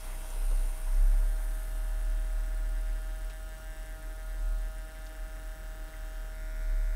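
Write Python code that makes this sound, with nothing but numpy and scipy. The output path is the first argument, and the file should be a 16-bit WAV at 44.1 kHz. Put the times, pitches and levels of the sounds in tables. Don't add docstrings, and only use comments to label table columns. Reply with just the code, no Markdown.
import sys
import numpy as np
from scipy import signal
from scipy.fft import next_fast_len
from scipy.io import wavfile
from scipy.ndimage import uniform_filter1d

SR = 44100
rng = np.random.default_rng(int(sys.argv[2]) if len(sys.argv) > 2 else 0)


def elevation(decibels):
    levels = np.asarray(decibels, float)
    return 10 ** (levels / 20)


def file_out(sig):
    cols = np.atleast_2d(sig).T
    lim = np.clip(cols, -1, 1)
    pcm = np.round(lim * 32767).astype(np.int16)
    wavfile.write(sys.argv[1], SR, pcm)


N = 306495

# time in seconds, speed in turns per s.
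SHAFT_SPEED = [(0.0, 84.0), (0.642, 76.99), (1.211, 66.14), (1.663, 48.79), (2.101, 40.54), (2.758, 32.92),
               (3.103, 35.31), (3.391, 32.42), (3.564, 33.19), (3.927, 30.89), (4.07, 28.72),
               (4.446, 31.49), (5.038, 28.83), (5.185, 26.35), (5.549, 24.75), (6.292, 23.17),
               (6.546, 16.6), (6.95, 11.27)]

# multiple of the chopper rate, level in dB.
ARRIVING_TONES = [(1, -7.5), (2, -24), (3, -5.5), (4, 5.5), (5, 0.5), (6, -3.5), (7, -9), (8, -14), (9, -1),
                  (10, -14), (11, -13), (12, -18), (13, -5), (14, -10), (15, -61), (16, -8), (17, -6),
                  (18, -8), (19, -11), (20, -10), (21, -11), (22, -22), (23, -23), (24, -9.5)]
ROLLING_TONES = [(1, -10.5), (2, -12.5), (3, -13.5), (4, 4), (5, -2.5), (6, -10), (7, -19.5), (8, -6),
                 (9, -3), (10, -6), (11, -2), (12, -10), (13, -11), (14, -20), (15, -40), (16, -45),
                 (17, -13.5), (18, -12.5), (19, -22), (20, -13.5), (21, -19.5), (22, -20.5), (23, -14),
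                 (24, -20)]
STALLING_TONES = [(1, -13), (2, -17), (3, -15), (4, 2), (5, -10), (6, -11.5), (7, -31), (8, -18), (9, -2.5),
                  (10, -9.5), (11, -4), (12, -8), (13, -7.5), (14, -10), (15, -16), (16, -30), (17, -38),
                  (18, -33), (19, -29), (20, -28), (21, -26), (22, -24), (23, -15.5), (24, -20)]
STATE_DB = [-64.5, -61, -58]
# frequency in Hz, width in Hz, level in dB.
EDGE_MODES = [(4100, 400, -83), (4900, 300, -81), (5500, 300, -77.5), (6300, 400, -81), (7900, 300, -75),
              (8400, 600, -79), (9800, 400, -78), (11500, 400, -82), (12985, 100, -81), (14600, 400, -82),
              (15300, 700, -80)]
# frequency in Hz, gain in dB.
HOUSING_RESPONSE = [(900, -30), (1150, -9), (1300, -9), (1440, 1), (1590, 1), (1740, -8), (1900, -9),
                    (2100, -10.5), (2350, -14), (2800, -30)]
# shaft speed in turns per s, level in dB.
ROTOR_LEVEL = [(16, -66), (24, -68), (35, -67.5), (45, -70), (56, -67), (66, -66), (84, -72)]

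# shaft speed in turns per s, gear train in dB, upper ring in dB, steady hiss share 0-1.
GEAR_LEVELS = [(10, -75, -82, .5), (23.9, -69, -75, 0.31), (34, -65.5, -74, 0.23), (42, -62.5, -69, 0.4),
               (49, -59.5, -62, 0.65), (69, -59, -61.5, .6), (78, -54.5, -61.5, .65), (84, -57.5, -60, .6)]
# frequency in Hz, width in Hz, level in dB.
GEAR_MODES = [(9060, 160, -6), (9150, 930, 0), (9720, 590, -2), (10300, 390, -3)]
# frequency in Hz, width in Hz, level in dB.
UPPER_MODES = [(11500, 400, -5), (12250, 650, -1), (13400, 900, -9), (14400, 500, -7)]

# frequency in Hz, density in dB per Hz.
ROLLING_SPECTRUM = [(100, 6.5), (300, 5), (500, 4), (900, 8), (1300, 1), (2100, 0.5), (3000, -5.5),
                    (5000, -5.5), (7000, -5.5), (11000, -2.5), (15500, -37)]
# start in seconds, peak in dB, frequency in Hz, low knock in dB.
RAIL_JOINTS = [
    (.3005, -47.5, 6200, -6),
    (1.128, -54, 2800, -6),
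    (3.298, -45, 2600, 4),
    (5.062, -51, 5100, -4),
    (5.066, -53, 3300, -6),
    (5.883, -56, 3600, -6),
]

# time in seconds, frequency in Hz, level in dB.
DRONE_GLIDE = [(0, 31.15, -60), (.08, 32.19, -34.5), (.22, 31.42, -36.7), (.54, 33.45, -24.4),
               (.79, 30.86, -34.5), (1.02, 34.07, -20.2), (1.62, 37.57, -34.9), (2.1, 37.32, -28.7),
               (2.92, 38.36, -31.3), (3.62, 42.35, -42.5), (4.13, 40.42, -39.8), (4.54, 37.95, -28.6),
               (4.88, 42.08, -42.9), (5.26, 41.37, -39.5), (5.93, 39.31, -41.1), (6.55, 37.43, -34.4),
               (6.71, 35.2, -26), (6.95, 37.5, -29.5)]
# frequency in Hz, level in dB.
WALL_OCTAVE = [(62, -57.5), (66, -50), (72, -80), (79, -64.5), (84, -75)]
# frequency in Hz, level in dB.
STEADY_HUMS = [(30.588, -57.5), (34.013, -51.0), (36.708, -51.5)]

# frequency in Hz, density in dB per Hz.
ROOM_SPECTRUM = [(40, -19.5), (60, 4.5), (100, -5.5), (200, -12.5), (500, -16), (1000, -20), (1500, -15),
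                 (2200, -22.5), (3000, -25), (4400, -27), (7000, -26.5), (9000, -27.5), (13000, -28.5),
                 (15700, -29)]
# frequency in Hz, width in Hz, level in dB, steady part against the fuzz.
HOUSEHOLD_TONES = [(32.7, 3.7, -53, 0.016), (61, 1.3, -68.5, 0), (152.9, 20, -75.5, 0.025),
                   (300.2, 10.8, -67.5, 0.063)]

# start in seconds, peak in dB, frequency in Hz.
WHEEL_KNOCKS = [(0.041, -42, 797), (0.109, -47, 624), (0.289, -40, 636), (0.359, -33.5, 490),
                (0.409, -37, 634), (0.434, -40, 630), (0.514, -31.5, 557), (0.684, -46, 641),
                (0.958, -54, 636), (1.169, -51, 487), (1.769, -53, 622)]
# start in seconds, peak in dB, frequency in Hz.
CLOCK_TICKS = [(0.1256, -42, 2080), (0.9602, -46, 1990), (1.9545, -54, 2045), (2.9545, -52, 2060),
               (3.9376, -47, 1840), (4.9491, -45, 2026), (5.9352, -43, 1940)]

TIME = np.arange(N) / SR


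def evened(x):
    return x / np.sqrt(np.mean(x ** 2) + 1e-20)


def follow(rows, along=None):
    position, *columns = np.transpose(rows)
    along = TIME if along is None else along
    return [np.interp(along, position, column) for column in columns]


def colour(x, points):
    f, db = np.transpose(points)
    hz = abs(np.fft.fftfreq(8192, 1 / SR))
    log_gain = np.log(elevation(np.interp(np.log(hz + 1), np.log(f + 1), db)))
    response = np.exp(np.conj(signal.hilbert(log_gain)))
    taps = np.fft.ifft(response).real[:4096]
    return signal.oaconvolve(x, taps)[:len(x)]


def resonate(x, hz, width):
    r = np.exp(-np.pi * width / SR)
    pole = r * np.exp(2j * np.pi * hz / SR)
    return 2 * signal.lfilter([1 - r], [1, -pole], x).real


def ring(x, modes):
    return sum(elevation(db) * resonate(resonate(x, hz, width), hz, width) for hz, width, db in modes)


def patchy(x, patchy_db, frames, bins):
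    spectrum = signal.stft(x, nperseg=1024, noverlap=768)[2]
    field = rng.standard_normal(spectrum.shape)
    for _ in range(2):
        field = uniform_filter1d(field, max(int(bins), 1), 0)
        field = uniform_filter1d(field, max(int(frames), 1), 1)
    return signal.istft(spectrum * elevation(patchy_db * evened(field)), nperseg=1024, noverlap=768)[1][:N]


def smear(x, hz, width):
    r = np.exp(-np.pi * width / SR)
    poles = [1, -2 * r * np.cos(2 * np.pi * hz / SR), r * r]
    return signal.lfilter(poles[::-1], poles, x)


def chopper_pulses(chop_hz):
    first_pulse = 184
    half_phase = np.pi * chop_hz * (np.arange(N) + .5 - first_pulse) / SR
    return (np.sin(199 * half_phase) / np.sin(half_phase) - 1) / np.sqrt(2)


def rotor_tones(pulses, turns, speed):
    poles, housing_lag = 5, 27
    mirror_from, mirror_full = 52, 38
    slots = np.exp(2j * np.pi * poles * turns)
    mirror = .55 * np.clip((mirror_from - speed) / (mirror_from - mirror_full), 0, 1)
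    shift = np.exp(2.7j) * (slots + mirror / slots)
    analytic = signal.hilbert(pulses, next_fast_len(N))[:N]
    shifted = (np.roll(analytic, housing_lag) * shift).real
    return elevation(follow(ROTOR_LEVEL, speed)[0]) * colour(shifted, HOUSING_RESPONSE)


def whine(turns, speed):
    chop_hz = 158.346
    free_turns, loaded_turns = 79, 55
    stall_s, stall_len_s = 6.3, .08
    pulses = chopper_pulses(chop_hz)
    arriving = np.clip((speed - loaded_turns) / (free_turns - loaded_turns), 0, 1) ** 1.3
    stalling = np.clip((TIME - stall_s) / stall_len_s, 0, 1)
    shares = [arriving, 1 - arriving - stalling, stalling]
    states = [ARRIVING_TONES, ROLLING_TONES, STALLING_TONES]
    out = rotor_tones(pulses, turns, speed)
    for share, orders, state_db in zip(shares, states, STATE_DB):
        tones = [(k * chop_hz, level + state_db) for k, level in orders]
        out = out + share * colour(pulses, [(60, -100)] + tones + [(4300, -100)])
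    high = colour(out, [(2450, -30), (2650, 0)])
    out = out - high + patchy(high + ring(pulses, EDGE_MODES), 2.6, 70, 5)
    return smear(smear(out, 585, 100), 1279, 73)


def gears(turns, speed):
    gear_db, upper_db, hiss = follow(GEAR_LEVELS, speed)
    hiss = np.clip(hiss, 0, 1)
    angle = turns + .205
    blows = elevation(2.0 * rng.standard_normal(700))
    out = 0
    trains = [(1, GEAR_MODES, gear_db, 0.048), (2, UPPER_MODES, upper_db, 0.05)]
    for per_turn, modes, db, rise in trains:
        count = (angle * per_turn).astype(int)
        strength = blows[count // per_turn] * np.where(count % per_turn, .55, 1)
        since = (angle * per_turn % 1) / (per_turn * rise)
        rattle = strength * since * np.exp(1 - since)
        drive = (hiss + (1 - hiss) * 1.4 * rattle) * rng.standard_normal(N)
        sound = ring(drive, modes)
        sound /= np.sqrt(uniform_filter1d(sound ** 2, SR // 4))
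        out = out + elevation(db) * patchy(sound, 0.58, 27, 6.3)
    return out


def wheels():
    start_db, fade_db_per_s = -52.5, 4
    unevenness = evened(uniform_filter1d(rng.standard_normal(N), 150))
    grit = rng.standard_normal(N) * elevation(1.5 * unevenness)
    hiss = patchy(evened(colour(grit, ROLLING_SPECTRUM)), 1.9, 8.2, 8)
    out = elevation(start_db - fade_db_per_s * TIME) * hiss
    t = np.arange(1500) / SR
    for s, db, hz, low_db in RAIL_JOINTS:
        burst = rng.standard_normal(1500) * np.exp(-t / 0.011) * np.minimum(t / 0.0012, 1)
        click = ring(burst, [(hz, 3000, 6)])
        low_knock = 2 * elevation(low_db) * resonate(burst, 650, 600)
        out[round(s * SR):][:1500] += evened(click + low_knock) * elevation(db - 11.5)
    return out


def drone():
    hz, db = follow(DRONE_GLIDE)
    phase = 2 * np.pi * np.cumsum(hz) / SR
    swell = uniform_filter1d(elevation(db), 1323)
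    octave = uniform_filter1d(elevation(follow(WALL_OCTAVE, 2 * hz)[0]), 8000)
    hums = sum(elevation(level) * np.sin(2 * np.pi * f * TIME) for f, level in STEADY_HUMS)
    return np.sqrt(2) * (swell * np.sin(phase) + octave * np.sin(2 * phase) + hums)


def room():
    out = elevation(-54.5) * patchy(evened(colour(rng.standard_normal(N), ROOM_SPECTRUM)), 0.81, 11, 12)
    for hz, width, db, steady in HOUSEHOLD_TONES:
        drive = rng.standard_normal(N) + steady * np.sin(2 * np.pi * hz * TIME)
        out += elevation(db) * evened(ring(drive, [(hz, width, 0)]))
    return out


def electronics():
    return elevation(-75) * np.sqrt(2) * np.sin(2 * np.pi * 12931.5 * TIME)


def bumps():
    out, t = np.zeros(N), np.arange(2500) / SR
    for s, db, hz in WHEEL_KNOCKS:
        blow = rng.standard_normal(2500) * np.exp(-t / 0.012)
        knock = resonate(blow, hz, 140)
        out[round(s * SR):][:2500] += elevation(db - 10.0) * knock / abs(knock).max()
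    return out


def clock():
    out, t = np.zeros(N), np.arange(3500) / SR
    for s, db, hz in CLOCK_TICKS:
        blow = rng.standard_normal(3500) * np.exp(-t / 0.025)
        tick = resonate(blow, hz, 110)
        out[round(s * SR):][:3500] += elevation(db - 5) * tick / abs(tick).max()
    return out


def scene():
    speed = follow(SHAFT_SPEED)[0]
    turns = np.cumsum(speed) / SR
    locomotive = whine(turns, speed) + gears(turns, speed) + electronics()
    wagons = wheels() + bumps()
    house = drone() + room() + clock()
    return (locomotive + wagons + house)[None]


def top_cut(x):
    return signal.sosfilt(signal.butter(12, 16310, fs=SR, output="sos"), x)


def record(dry):
    low_pass = signal.firwin(801, 15740, window=("kaiser", 9), fs=SR)
    mix = signal.oaconvolve(dry, low_pass[None], "same")
    return top_cut(mix)


dry = scene()
out = record(dry)
file_out(out)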